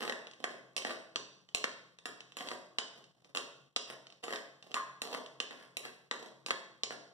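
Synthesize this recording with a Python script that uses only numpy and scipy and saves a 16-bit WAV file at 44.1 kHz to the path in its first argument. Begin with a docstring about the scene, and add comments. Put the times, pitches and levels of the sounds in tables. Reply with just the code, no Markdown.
"""Hard-walled kitchen, close up: a steel spoon stirs nuts and raisins in a little hot fat in a clay pot.
Each stroke lands with a clack of pot and spoon, then drags over the gritty clay in tiny slips.
Loose nuts tick down; bubbles fizz faintly in the fat over a low murmur of air.
The room rings after every stroke; an expander after the microphone pair shuts the quietest gaps."""
import sys
import numpy as np
from scipy import signal
from scipy.fft import rfft, irfft, next_fast_len
from scipy.io import wavfile
from scipy.ndimage import uniform_filter1d

SR = 44100
rng = np.random.default_rng(int(sys.argv[2]) if len(sys.argv) > 2 else 0)


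def dump(signal):
    """Clip the signal to [-1, 1] and save it as 16-bit WAV at the path in sys.argv[1]."""
    limited = np.clip(np.atleast_2d(signal).T, -1, 1)
    pcm = np.round(limited * 32767).astype(np.int16)
    wavfile.write(sys.argv[1], SR, pcm)


N = 314433

# spoon landings and bounces: (time [s], level [dB], tilt [0 flat, 1 on edge],
# spot [0 mid-floor, 1 foot of wall], low steel ring [dB], high steel ring [dB])
LANDINGS = [(0.7655, -35, .7, .05, -53, -45), (0.7785, -37, .7, .1, -60, -56),
            (0.784, -42, .7, 0, -65, -65), (1.159, -32.5, 0, .43, -55, -63),
            (1.548, -31, .75, .1, -41, -51), (1.5712, -42, .6, .3, -58, -62),
            (2.0562, -39, .75, 1, -49, -55), (2.369, -42, .9, .75, -54, -56),
            (2.785, -30.5, .05, .5, -52, -70), (3.3495, -37.5, .55, .8, -62, -55),
            (3.36, -41, .75, .85, -49, -60), (3.3719, -33.5, .5, .6, -54, -54),
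            (3.3825, -42, .5, .5, -55, -62), (3.7625, -30, 0, .32, -56, -69),
            (4.239, -42, .6, .6, -51, -56), (4.7426, -33.5, .68, .74, -46, -52),
            (5.0185, -36, .87, .55, -49, -53), (5.402, -32, .41, .45, -52, -66),
            (5.7694, -37.5, .95, .05, -55, -60), (6.112, -34, .1, 1, -60, -74),
            (6.4624, -38, .7, .35, -55, -55), (6.485, -43, .7, .9, -60, -60), (6.8346, -33, 0, 0, -48, -70)]
# spoon hits the wall: (time [s], level [dB], cushion [0 bare clay, 1 through nuts])
KNOCKS = [(0.0204, -39, .2), (0.05, -38, .3), (0.0777, -36, 0), (0.0964, -32, 0), (0.1231, -35, .1),
          (0.441, -29, .4), (0.8492, -31, .8), (0.895, -39, .1), (0.907, -38, .3), (1.6414, -27, 0),
          (2.408, -40, .3), (2.515, -36, .7), (4.2811, -38, .8), (4.3071, -42, .4), (4.326, -38, .1),
          (4.335, -36.5, 0), (5.147, -35, .3), (5.5086, -44, 0), (6.5068, -26, 0), (6.5125, -37, 0),
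          (6.9068, -37.5, .7)]
# spoon drags: (start [s], length [s], level [dB], bite [0 on nuts, 1 on bare clay], clay pitch [Hz])
DRAGS = [(0.0, .085, -44.5, .48, 1150), (0.39, .17, -56, 0, 1200), (0.852, .062, -46.5, .55, 1200),
         (2.39, .14, -50.5, .42, 1150), (2.955, .052, -63, .32, 1280), (3.14, .16, -73, .3, 1280),
         (3.868, .06, -52.5, .62, 1280), (4.226, .05, -50, .4, 1100), (4.277, .085, -53.5, .95, 1400),
         (4.632, .1, -60, 0, 1280), (5.022, .16, -47.5, .32, 1100), (5.512, .17, -65.5, .75, 1280),
         (5.828, .045, -52.5, .8, 1550), (6.12, .16, -54, 0, 1150), (6.905, .022, -49, .4, 1700)]
# one judder on the wall: (start [s], length [s], level [dB], clay pitch [Hz])
JUDDER = (4.749, .029, -35.5, 1130)
# nuts hit the pot: (time [s], level [dB])
NUT_TICKS = [(0.27, -44), (0.3127, -51), (0.335, -52), (0.821, -42), (1.489, -54), (1.9871, -50.5),
             (2.206, -43.5), (2.321, -50.5), (2.3872, -41), (2.4735, -43), (2.487, -36), (3.041, -55),
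             (3.246, -58), (4.069, -49), (4.102, -54), (4.124, -53), (4.359, -38), (4.626, -49.5),
             (4.716, -46), (5.1325, -41), (5.262, -45)]
# joint modes of pot and spoon: (frequency [Hz], level [dB], t60 [s])
POT_MODES = [ (244, -18, 0.08), (326, -20, 0.4), (478, -7, 0.072), (542.4, -2.5, 0.033), (665, 7, 0.015),
             (825, -4, 0.011), (1114, -10.5, 0.072), (1187, -1.5, 0.038), (1313, 2, 0.0082),
             (1650, -10, 0.0061), (1917, 2, 0.018), (2058, 14, 0.0061), (2643, 11, 0.0079),
             (3144, 3.5, 0.019), (3455, 1.5, 0.013), (3757, 3.5, 0.012), (4200, 9.5, 0.0075),
             (5100, -8, 0.028), (5560, -16, 0.02), (8910, -2, 0.045), (10860, 1, 0.0034)]
# thin, lasting modes of the spoon: (frequency [Hz], level [dB], t60 [s])
STEEL_MODES = [(5536, -5, .1), (6949, 0, .14), (7025, -6, .12), (7268, 1, .14), (7595, -8, .1),
               (8215, -10, .14), (9071, -1, .17), (10718, -6, .13), (11490, -14, .12)]
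# bands of the four parts, spoon bowl, pot belly, pot wall, spoon edge: (low [Hz], high [Hz])
PART_BANDS = [(2400, 7600), (215, 850), (850, 2300), (7800, 13800)]
# reverberation: (frequency [Hz], t60 [s], level [dB])
KITCHEN_DECAY = [(130, 0.71, -4.5), (253, 0.57, -5), (550, 0.63, -0.5), (1270, 0.6, 0.5),
                 (2170, 0.57, -3.5), (3240, 0.62, -6), (5670, 0.57, -2), (9000, 0.45, -4),
                 (14600, 0.51, -8.5)]
# air with two low humming resonances: (frequency [Hz], relative density [dB])
AIR_SPECTRUM = [(25, -20), (90, -7.5), (118, 0), (137, 18.5), (155, 0), (179, 14), (205, -1), (500, 0),
                (1500, -12), (5000, -18), (15000, -35)]
# colour of the microphone pair: (frequency [Hz], left minus right [dB])
PAIR_BALANCE = [(60, -10), (110, -1), (200, 6), (380, 1.5), (700, 0), (1290, 0.5), (2380, 0), (4400, -2),
                (8120, -5.5), (15000, -4.5)]

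# part weights per kind of contact: (bowl [dB], belly [dB], wall [dB], edge [dB])
LANDING_DB, KNOCK_DB = np.array([3.5, -9.5, -15.5, -42]), np.array([-5.5, -7, -3.5, -28])
TICK_DB, DRAG_DB = np.array([-3.5, -16.5, -17, -37]), np.array([-6.5, -1.06, -14, -22.5])
JUDDER_DB = [-17, -20, 0, -28]
# added at full tilt, spot, cushion or bite, and in a skid: same columns
TILT_DB, SPOT_DB = np.array([0, 0, -2.5, 35]), np.array([-2.5, 3, 16, -1.5])
CUSHION_DB, BITE_DB = np.array([-5, 3.5, -2, -2]), np.array([9, -1.5, 19, 12.5])
SKID_DB = np.array([-22, -19, -23, -13])
# slopes with blow level: four parts, room send
HARD_DB_PER_DB, HARD_ROOM_DB_PER_DB = np.array([0.22, -0.27, 0.13, -0.047]), -0.39
# steel ring relative to a knock: (low [dB], high [dB])
KNOCK_RING_DB = np.array([-30, -36])

PORT_SPACING_S, TOP_HZ = .000438, 15600


def landings(floor_hz=1280, flat_hz=3420, on_edge_hz=2490, skid_s=.022):
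    """The spoon lands and skids; tilt lowers the clink and brings out the bright edge."""
    out = np.zeros((3, N))
    for start_s, db, tilt, spot, *ring_db in LANDINGS:
        weights_db = LANDING_DB + tilt * TILT_DB + spot * SPOT_DB
        clink_hz = flat_hz + tilt * (on_edge_hz - flat_hz)
        add(out, start_s, tap(db, weights_db, ring_db, floor_hz, clink_hz, clay_width_hz=700))
        add(out, start_s, scrape(skid_s, db + weights_db + SKID_DB, floor_hz, attack_s=.002))
    return out


def knocks(wall_hz=1700, clink_hz=2910):
    """The spoon runs into the wall; jammed nuts dull the knock."""
    out = np.zeros((3, N))
    for start_s, db, cushion in KNOCKS:
        weights_db = KNOCK_DB + cushion * CUSHION_DB
        add(out, start_s, tap(db, weights_db, db + KNOCK_RING_DB, wall_hz, clink_hz, clay_width_hz=930))
    return out


def tap(db, weights_db, ring_db, clay_hz, clink_hz, clay_width_hz, length_s=0.0062, usual_db=-36):
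    """Steel strikes clay: the pot clacks, the spoon rings on. Harder is brighter and drier."""
    out = np.zeros((3, SR // 3))
    hard_db = db - usual_db
    parts_db = db + weights_db + hard_db * HARD_DB_PER_DB
    room_db = 0.33 + hard_db * HARD_ROOM_DB_PER_DB
    add(out, 0, contact(blow(), parts_db, length_s, clay_hz, room_db, clay_width_hz, clink_hz))
    add(out, 0, steel_ring(ring_db))
    return out


def blow(chatter_gain=.4, chatter_s=.0015):
    """Impact force: one impulse, then brief settling chatter."""
    t = np.arange(SR // 50) / SR
    chatter = grains(len(t), per_s=5000, spread_db=3.7) * np.exp(-t / chatter_s)
    return (t == 0) + chatter_gain * unit(chatter)


def contact(force, parts_db, length_s, clay_hz=1300, room_db=0, clay_width_hz=800, clink_hz=3100):
    """A force rings the four parts, with energy proportional to length_s. Rows: left, right, room send."""
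    sound = signal.fftconvolve(pot_response(), force[None], axes=1)
    bowl, belly, wall, edge = (band(sound, lo, hi) for lo, hi in PART_BANDS)
    wall = resonance(wall, clay_hz, clay_width_hz)
    bowl = bowl + undb(-2) * resonance(bowl, clink_hz, width_hz=600)
    mix = sum(undb(db) * unit(part) for part, db in zip((bowl, belly, wall, edge), parts_db))
    left, right = np.sqrt(length_s * SR) * mix
    return np.array([left, right, right * undb(room_db)])


def pot_response(scatter_db=2, left_lag_s=.0001, lag_spread_s=.00005, echo_db=-8, echo_s=0.0055):
    """Impulse response at both microphone ports: modes of pot and spoon, plus echoes inside the pot."""
    hz, db, t60_s = np.transpose(POT_MODES)[:, :, None]
    t = np.arange(SR // 4) / SR
    size, detune, direction = rng.standard_normal((3, len(hz), 1))
    hz = hz * (1 + np.minimum(0.00064 / t60_s, .025) * detune)  # damped modes shift with the spot hit
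    ring = undb(db + scatter_db * size) * np.exp(2j * np.pi * hz * t) * decay(t, t60_s)
    lag_s = left_lag_s + lag_spread_s * direction  # each mode radiates from its own place
    left_ring = ring * np.exp(-2j * np.pi * hz * lag_s)
    modes = np.array([left_ring.imag.sum(0), ring.imag.sum(0)])
    echoes = band(diffuse_noise(len(t)), 300, 6000, order=1) * np.exp(-t / echo_s)
    return unit(modes) + undb(echo_db) * unit(echoes)


def steel_ring(ring_db, crossover_hz=(7600, 9000), gain_db=3, scatter_db=2):
    """The spoon rings on; the point that strikes weights its low and high modes."""
    hz, db, t60_s = np.transpose(STEEL_MODES)[:, :, None]
    t = np.arange(SR // 3) / SR
    db = gain_db + db + log_interp(hz, crossover_hz, ring_db) + scatter_db * rng.standard_normal(db.shape)
    ring = undb(db) * decay(t, t60_s) * np.sin(2 * np.pi * hz * t)
    return ring.sum(0) * np.array([[.6], [1], [.45]])  # left, right, room send


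def drags(tumble_db=-4, tumble_bite_db=8):
    """The spoon pushes nuts along: a dull rumble, gritty where steel bites clay."""
    out = np.zeros((3, N))
    for start_s, length_s, db, bite, clay_hz in DRAGS:
        add(out, start_s, scrape(length_s, db + DRAG_DB + bite * BITE_DB, clay_hz))
        add(out, start_s, undb(db + tumble_db + bite * tumble_bite_db) * nut_tumble(length_s))
    return out


def judder():
    """The spoon judders on the wall, which sings at one pitch."""
    out = np.zeros((3, N))
    start_s, length_s, db, clay_hz = JUDDER
    parts_db = db + np.array(JUDDER_DB)
    add(out, start_s, scrape(length_s, parts_db, clay_hz, release_s=.005, clay_width_hz=450, room_db=-1.5))
    return out


def scrape(length_s, parts_db, clay_hz, attack_s=.008, release_s=.022, clay_width_hz=900, room_db=0.1):
    """The hand presses, holds and lets go; the edge catches and slips over fine grit."""
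    t = np.arange(int(length_s * SR) + SR // 10) / SR
    pressure = np.minimum(t / attack_s, 1) * np.exp(-np.maximum(t - length_s, 0) / release_s)
    slips = unit(grains(len(t), per_s=230, spread_db=2.8))
    grit = undb(-7) * unit(grains(len(t), per_s=6000, spread_db=3.3))
    return contact((slips + grit) * pressure, parts_db, length_s, clay_hz, room_db, clay_width_hz)


def nut_ticks():
    """Light nuts drop back and click, hardly moving the heavy clay."""
    out = np.zeros((3, N))
    for start_s, db in NUT_TICKS:
        add(out, start_s, contact(blow(), db + TICK_DB, length_s=0.0087))
    return out


def nut_tumble(length_s, clicks_per_s=70, nut_hz=4300, spread_oct=.4, t60_s=.005, scatter_db=3.5):
    """Nuts click on each other and the clay, each at its own pitch; no room send."""
    out = np.zeros((3, SR // 2))
    t = np.arange(SR // 50) / SR
    starts_s = np.cumsum(rng.exponential(1 / clicks_per_s, size=32))
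    for start_s, (pitch, size) in zip(starts_s, rng.standard_normal((32, 2))):
        if start_s < length_s:
            hz = min(nut_hz * 2 ** (spread_oct * pitch), TOP_HZ)
            click = undb(scatter_db * size) * np.sin(2 * np.pi * hz * t) * decay(t, t60_s)
            add(out[:2], start_s, click[None])
    return out


def kitchen_reverb(send, build_s=0.0016):
    """Dense wall echoes; the bass lasts longest."""
    hz, t60_s, db = np.transpose(KITCHEN_DECAY)
    t, bin_hz = np.arange(SR) / SR, np.fft.rfftfreq(SR, 1 / SR)
    spectrum = rfft(diffuse_noise(SR))
    onset = 1 - np.exp(-(t / build_s) ** 2)
    edges_hz = np.geomspace(40, SR / 2, 21)
    tail = 0
    for lo, hi in zip(edges_hz, edges_hz[1:]):
        centre_hz = np.sqrt(lo * hi)
        noise = irfft(spectrum * ((bin_hz >= lo) & (bin_hz < hi)))
        echoes = unit(noise * onset * decay(t, log_interp(centre_hz, hz, t60_s)))
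        tail = tail + echoes * np.sqrt(2 * (hi - lo) / SR) * undb(log_interp(centre_hz, hz, db))
    return signal.fftconvolve(send, tail, axes=1)[:, :N]


def fat_fizz(rms_db=-84):
    """Tiny bubbles burst in the hot fat."""
    bursts = np.array([grains(N, per_s=1000, spread_db=5.5) for _ in range(2)])
    return np.sqrt(N) * undb(rms_db) * unit(band(bursts, 1900, 7600, order=2))


def room_air(rms_db=-72.5):
    """A steady low murmur with a hum in it."""
    shape_db = log_interp(np.fft.rfftfreq(N, 1 / SR), *np.transpose(AIR_SPECTRUM))
    murmur = irfft(rfft(diffuse_noise(N)) * undb(shape_db), N)
    return np.sqrt(N) * undb(rms_db) * unit(murmur)


def microphone_pair(ports, cancel=0.6):
    """Each channel subtracts the other port, delayed by their spacing, so the two face opposite ways."""
    size = next_fast_len(N + SR // 10)
    hz, spectra = np.fft.rfftfreq(size, 1 / SR), rfft(ports, size)
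    delay = np.exp(-2j * np.pi * hz * PORT_SPACING_S)
    directional = spectra - cancel * delay * spectra[::-1]
    bass_loss = np.sqrt(1 + cancel ** 2 - 2 * cancel * delay.real * np.sinc(2 * hz * PORT_SPACING_S))
    balance = undb(log_interp(hz, *np.transpose(PAIR_BALANCE)) * np.array([[.5], [-.5]]))
    return irfft(directional * balance / bass_loss, size)[:, :N]


def expander(sound, threshold_db=-69, ratio=3, window_s=0.01):
    """Turns down whatever falls under the threshold; the detector ignores bass."""
    sidechain = band(sound, 220, TOP_HZ)
    power = uniform_filter1d(np.mean(sidechain ** 2, axis=0), int(window_s * SR))
    under_db = np.minimum(10 * np.log10(np.abs(power) + 1e-14) - threshold_db, 0)
    return sound * undb((ratio - 1) * under_db)


def diffuse_noise(count):
    """Noise from all sides at the two ports; long waves are alike at both."""
    coherence = np.sinc(2 * np.fft.rfftfreq(count, 1 / SR) * PORT_SPACING_S)
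    mid, side = rfft(rng.standard_normal((2, count)))
    return irfft(mid * np.sqrt(1 + coherence) + side * np.sqrt(1 - coherence) * [[1], [-1]], count)


def grains(count, per_s, spread_db):
    """Random tiny impacts: many weak, a few strong."""
    hits = rng.random(count) < per_s / SR
    size = rng.standard_normal(count)
    return hits * size * undb(spread_db * np.minimum(rng.exponential(size=count), 3))


def resonance(x, hz, width_hz):
    return signal.lfilter(*signal.iirpeak(hz, hz / width_hz, fs=SR), x)


def band(x, low_hz, high_hz, order=4):
    return signal.sosfilt(signal.butter(order, [low_hz, high_hz], "band", fs=SR, output="sos"), x)


def decay(t, t60_s):
    return np.exp(-np.log(1000) * t / t60_s)


def log_interp(hz, points_hz, values):
    return np.interp(np.log(hz + 1e-9), np.log(points_hz), values)


def undb(db):
    return 10 ** (np.asarray(db) / 20)


def unit(x):
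    """Scale to a mean energy of one per channel."""
    return x / np.sqrt(np.mean(np.sum(x ** 2, axis=-1)) + 1e-30)


def add(out, start_s, x):
    i = max(int(start_s * SR), 0)
    out[:, i:i + x.shape[1]] += x[:, :max(N - i, 0)]


def scene():
    """Pot slightly to the right, its reverberation, air and fizz."""
    stirring = landings() + knocks() + nut_ticks() + drags() + judder()
    direct, room_send = stirring[:2], stirring[2:]
    return direct + kitchen_reverb(room_send) + room_air() + fat_fizz()


def record(dry):
    """Microphone pair, expander, steep low-pass."""
    lowpass = signal.ellip(8, .2, 70, TOP_HZ, fs=SR, output="sos")
    return signal.sosfilt(lowpass, expander(microphone_pair(dry)))


dry = scene()
out = record(dry)
dump(out)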